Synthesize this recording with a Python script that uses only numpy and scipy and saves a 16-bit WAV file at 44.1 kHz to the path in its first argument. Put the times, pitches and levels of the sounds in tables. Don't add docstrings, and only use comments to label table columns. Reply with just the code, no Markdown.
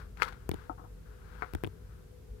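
import sys
import numpy as np
from scipy import signal
from scipy.fft import rfft, irfft
from scipy.io import wavfile

SR = 44100
rng = np.random.default_rng(int(sys.argv[2]) if len(sys.argv) > 2 else 0)


def dump(signal):
    limited = np.clip(np.atleast_2d(signal).T, -1, 1)
    pcm = np.round(limited * 32767).astype(np.int16)
    wavfile.write(sys.argv[1], SR, pcm)


N = 105840
T = np.arange(N) / SR


def from_db(db):
    return 10 ** (np.asarray(db) / 20)


def rms_one(x):
    return x / np.sqrt(np.mean(x ** 2) + 1e-20)


def band(x, hz, kind, order):
    edges_hz = np.clip(hz, 10, .45 * SR)
    sos = signal.butter(order, edges_hz, kind, fs=SR, output="sos")
    return signal.sosfilt(sos, x + 1e-18)


def fade(t60_s):
    return np.exp(-np.log(1000) * np.minimum(T / t60_s, 10))


def ring(hz, t60_s):
    return np.sin(2 * np.pi * hz * T) * fade(t60_s)


def delayed(x, s):
    lag = max(int(s * SR), 0)
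    silence = np.zeros(x.shape[:-1] + (lag,))
    return np.concatenate([silence, x[..., :N - lag]], axis=-1)


def coloured(x, spectrum):
    hz, db = np.transpose(spectrum)
    bins_hz = np.maximum(np.fft.rfftfreq(N, 1 / SR), 1)
    gain = from_db(np.interp(np.log(bins_hz), np.log(hz), db))
    return rms_one(irfft(rfft(x) * gain, N))


def drift(hz):
    rolloff = 1 + (np.fft.rfftfreq(N, 1 / SR) / hz) ** 2
    return rms_one(irfft(rfft(rng.standard_normal(N)) / rolloff, N))


def level_curve(points):
    return from_db(np.interp(T, *np.transpose(points)))


def grain_sizes(spread_db, shape):
    return from_db(spread_db * np.minimum(rng.exponential(1, shape), 3))


def shaded(x):
    shade_db, low_db, low_hz, lag_s = -21.5, -11, 700, 0.00029
    bent_lows = from_db(low_db) * band(x, low_hz, "low", order=2)
    return delayed(from_db(shade_db) * x + bent_lows, lag_s)


def in_room(near, far):
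    room_db, t60_s, build_s, right_db = -28, 0.11, 0.00036, -16
    envelope = fade(t60_s) * (1 - np.exp(-T / build_s))
    room = from_db(room_db) * rng.standard_normal((2, N)) * envelope
    wet = signal.fftconvolve(far[None], room, axes=1)[:, :N]
    return np.array([near + wet[0], shaded(near) + from_db(right_db) * wet[1]])


def fan():
    # hz, left_rms_db, right_re_left_db
    hum = [(49.25, -53, 1), (96.85, -56.5, -3), (158, -62.5, -7.5), (381.6, -66.5, -19), (431, -63, -25),
           (489.7, -62, -25)]
    # hz, relative_db_per_hz
    rumble_colour = [(20, -49), (32, -30), (44, 2), (54, 4.5), (68, -1.5), (90, -12.5), (125, -11.5),
                     (190, -19.5), (260, -26.5), (400, -26), (900, -47), (4000, -79)]
    # time_s, left_level_db
    rumble_level = [(0, -47.5), (.8, -48), (1.1, -51.5), (1.4, -50), (1.73, -49.5), (1.8, -48.5),
                    (2.05, -50.5), (2.4, -49)]
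    # hz, relative_db_per_hz
    air_colour = [(25, -19), (55, 1.5), (120, -1.5), (220, -4), (330, -16), (450, -16.5), (620, -17.5),
                  (1200, -22), (3000, -27.5), (8000, -30.5), (14000, -30.5), (17000, -45)]
    air_db, rumble_right_db = -59.5, -3
    waver_db, wander_rad, waver_hz = 4, 0.59, 13.5

    out = from_db(air_db) * coloured(rng.standard_normal((2, N)), air_colour)
    rumble = level_curve(rumble_level) * coloured(rng.standard_normal(N), rumble_colour)
    out += rumble * from_db([[0], [rumble_right_db]])
    for hz, db, right_db in hum:
        phase = 2 * np.pi * hz * T + wander_rad * drift(waver_hz)
        line = np.sin(phase) * from_db(waver_db * drift(waver_hz))
        out += from_db(db) * rms_one(line) * from_db([[0], [right_db]])
    return out


def bumps():
    # start_s, thud_db, knock_db, right_ring_db, click_gain_db, click_hz,
    # ping_db, tick_gain_db, tick_hz
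    bump_table = [(0.492, -23, -15.5, -28, -30.5, 1850, -57, -31, 10000),
                  (0.5148, -26.5, -21, -21, -29, 2040, -24.5, -37.5, 8000),
                  (0.5375, -29, -27, -53, -60, 3150, -42, -55, 8950),
                  (0.542, -28.5, -24.5, -26.5, -41, 2350, -40, -43.5, 9000),
                  (1.536, -27, -26.5, -42, -39, 2340, -56, -39.5, 11300),
                  (1.5499, -22.5, -25.5, -21, -30, 1820, -31, -39, 9800),
                  (1.6368, -35, -16.5, -30.5, -28.5, 1890, -39, -34, 12100),
                  (1.6456, -30.5, -23.5, -27, -29.5, 2120, -59, -53, 8000),
                  (1.6524, -59, -34, -29, -42, 2300, -59, -59, 9000),
                  (1.666, -29, -33, -46, -48.5, 2720, -58, -51, 9000),
                  (1.6731, -30.5, -25, -30.5, -49, 2280, -47, -46.5, 10100)]
    # hz, level_db, t60_s
    case_modes = [(178, -10, 0.027), (377, 0, 0.014), (712, -11.5, 0.014), (970, -14.5, 0.017)]
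    click_span, click_t60_s = 1.47, 0.0085
    tick_span, tick_t60_s = 1.54, 0.0051
    soft_hz = 1320
    knock_shade_db, contact_shade_db = -10, -21.5

    case = sum(from_db(db) * ring(hz, t60_s) for hz, db, t60_s in case_modes)
    thud = ring(75, t60_s=0.074)
    shell = ring(302, t60_s=0.026) + from_db(1.5) * ring(743, t60_s=0.0067)
    ping = ring(3430, t60_s=0.004)
    click_fade, tick_fade = fade(click_t60_s), fade(tick_t60_s)
    out = np.zeros((2, N))
    for s, thud_db, knock_db, ring_db, click_db, click_hz, ping_db, tick_db, tick_hz in bump_table:
        grit = rng.standard_normal(N)
        click_band_hz = [click_hz / click_span, click_hz * click_span]
        tick_band_hz = [tick_hz / tick_span, tick_hz * tick_span]
        contact = from_db(click_db) * band(3 * grit * click_fade, click_band_hz, "band", order=3)
        contact += from_db(tick_db) * band(2 * grit * tick_fade, tick_band_hz, "band", order=2)
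        contact += from_db(ping_db) * ping
        knock = from_db(knock_db) * case
        left = knock - from_db(thud_db) * thud
        right = from_db(knock_shade_db) * knock - from_db(ring_db) * shell
        body = band(np.array([left, right]), soft_hz, "low", order=2)
        out += delayed(body + contact * from_db([[0], [contact_shade_db]]), s)
    return out


def wall_knocks():
    # start_s, level_db, rustle_db, room_send_db
    knocks = [(0.6958, -32, -43.5, -3), (.778, -81, -49, 2.5), (0.794, -49, -51, -3), (.839, -54, -50, -1)]
    # hz, level_db, t60_s
    wall_modes = [(313, 3.5, 0.026), (520, -17, 0.17), (744, 1.5, 0.061), (890, 4.5, 0.079),
                  (1050, -5, 0.049), (1285, 1, 0.046), (1324, -7.5, 0.052)]
    # low_hz, high_hz
    wall_band_hz = [247, 1430]
    # low_hz, high_hz
    rustle_band_hz = [660, 1364]
    rustle_t60_s = 0.12

    modes = sum(from_db(db) * ring(hz, t60_s) for hz, db, t60_s in wall_modes)
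    wall = band(modes, wall_band_hz, "band", order=5)
    near, far = np.zeros(N), np.zeros(N)
    for s, db, rustle_db, room_db in knocks:
        noise = band(rng.standard_normal(N), rustle_band_hz, "band", order=3)
        rustle = rms_one(noise) * fade(rustle_t60_s)
        knock = delayed(from_db(db) * wall + from_db(rustle_db) * rustle, s)
        near += knock
        far += from_db(room_db) * knock
    return in_room(near, far)


def rubbing():
    # time_s, left_level_db
    rub_level = [(0, -44), (.07, -64), (.15, -73), (.2, -44.5), (.29, -41.5), (.32, -53.5), (.38, -59),
                 (.47, -62.5), (.57, -51), (.66, -56), (.72, -71), (1.02, -70.5), (1.08, -60), (1.2, -60.5),
                 (1.33, -53), (1.4, -51.5), (1.5, -54.5), (1.72, -66.5), (1.85, -68), (1.92, -61.5),
                 (2.1, -74.5), (2.4, -73.5)]
    # hz, relative_db_per_hz
    rub_colour = [(300, -7.5), (700, -11), (900, -4), (1150, -3), (1400, 2), (1600, 0.5), (1850, -8),
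                  (2400, -14.5), (3000, -17.5), (4500, -21), (7000, -30.5), (16000, -33)]
    fibres_per_s, spread_db, right_db = 1400, 2.5, -21.5
    smooth = 0.99

    torn = rng.random((2, N)) < fibres_per_s / SR
    sizes = grain_sizes(spread_db, (2, N)) * rng.choice([-1, 1], (2, N))
    grains = rms_one(torn * sizes) + smooth * rng.standard_normal((2, N))
    return coloured(grains, rub_colour) * level_curve(rub_level) * from_db([[0], [right_db]])


def snaps():
    # start_s, level_db, pitch_hz, low_edge_hz, high_edge_hz, bright_crack_db,
    # room_send_db, favoured_bowl_tone_hz, tone_db
    snap_table = [(0.1723, -41.5, 1430, 500, 3100, -1, -2, 810, -10),
                  (0.1995, -31.5, 1500, 700, 2020, -22, -19, 940, -8),
                  (0.2165, -37.5, 1510, 600, 2400, 5, -23, 1060, -20),
                  (0.2207, -10, 1235, 825, 2980, -3.5, -6.5, 520, -25),
                  (0.223, -17, 1410, 860, 2320, -18.5, 4, 1030, -19),
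                  (0.258, -35, 1380, 900, 1780, -15, 3, 1050, -10),
                  (0.28, -40, 1420, 800, 2200, 7, 2.5, 1067, 0),
                  (0.3248, -43, 890, 556, 1970, 5.5, 5.5, 766, -6.5),
                  (1.422, -21, 1170, 370, 2200, -14.5, 3, 727, -10)]
    # hz, level_db, t60_s
    bowl_modes = [(390, -14, 0.025), (438, -10.5, 0.036), (510.3, -28, 0.31), (891, -16, 0.08),
                  (1100, -49, 0.19), (1300, -33, 0.019), (1420, -1.5, 0.017), (1520, -18, 0.086),
                  (1915, -21.5, 0.064), (2045, -13.5, 0.019), (2190, -1.5, 0.0054), (4350, -12, 0.011)]
    # delay_s, level_db
    echoes = [(.0012, 1), (.0032, -2), (.0075, -11)]
    # low_hz, high_hz
    splinter_band_hz = [2780, 4200]
    stem_t60_s, crack_db = 0.0058, -7.5
    stem_low_share = 0.45
    tone_t60_s = 0.087
    splinters_per_s, splinter_db, splinter_spread_db, splinter_t60_s = 900, 5.5, 5, 0.11

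    bowl = sum(from_db(db) * ring(hz, t60_s) for hz, db, t60_s in bowl_modes)
    crack = from_db(crack_db) * (T == 0)
    near, far = np.zeros(N), np.zeros(N)
    for s, db, hz, low_hz, edge_hz, bright_db, room_db, tone_hz, tone_db in snap_table:
        stem = band(ring(hz, stem_t60_s) + crack, stem_low_share * hz, "high", order=4)

        sizes = grain_sizes(splinter_spread_db, N) * (2 * rng.random(N) - 1)
        parting = rng.random(N) < splinters_per_s / SR
        splinters = band(parting * sizes * fade(splinter_t60_s), splinter_band_hz, "band", order=1)
        near += from_db(db + bright_db + splinter_db) * delayed(splinters, s)
        near += from_db(db + tone_db) * delayed(ring(tone_hz, tone_t60_s), s)

        parts = band(np.array([stem, bowl]), low_hz, "high", order=2)
        dull = band(parts, edge_hz, "low", order=7)
        bright = from_db(bright_db) * band(parts, edge_hz, "high", order=2)
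        stem, rung = from_db(db) * delayed(dull + bright, s)
        near += stem + rung
        near += sum(from_db(echo_db) * delayed(stem, lag_s) for lag_s, echo_db in echoes)
        far += from_db(room_db) * (1.37 * stem + .5 * rung)
    return in_room(near, far)


def scene():
    return fan() + bumps() + wall_knocks() + rubbing() + snaps()


def record(dry):
    low_cut_hz, cutoff_hz = 37, 15800
    dry = band(dry, low_cut_hz, "high", order=4)
    steep = signal.ellip(10, .1, 70, cutoff_hz, fs=SR, output="sos")
    return signal.sosfilt(steep, dry)


dry = scene()
out = record(dry)
dump(out)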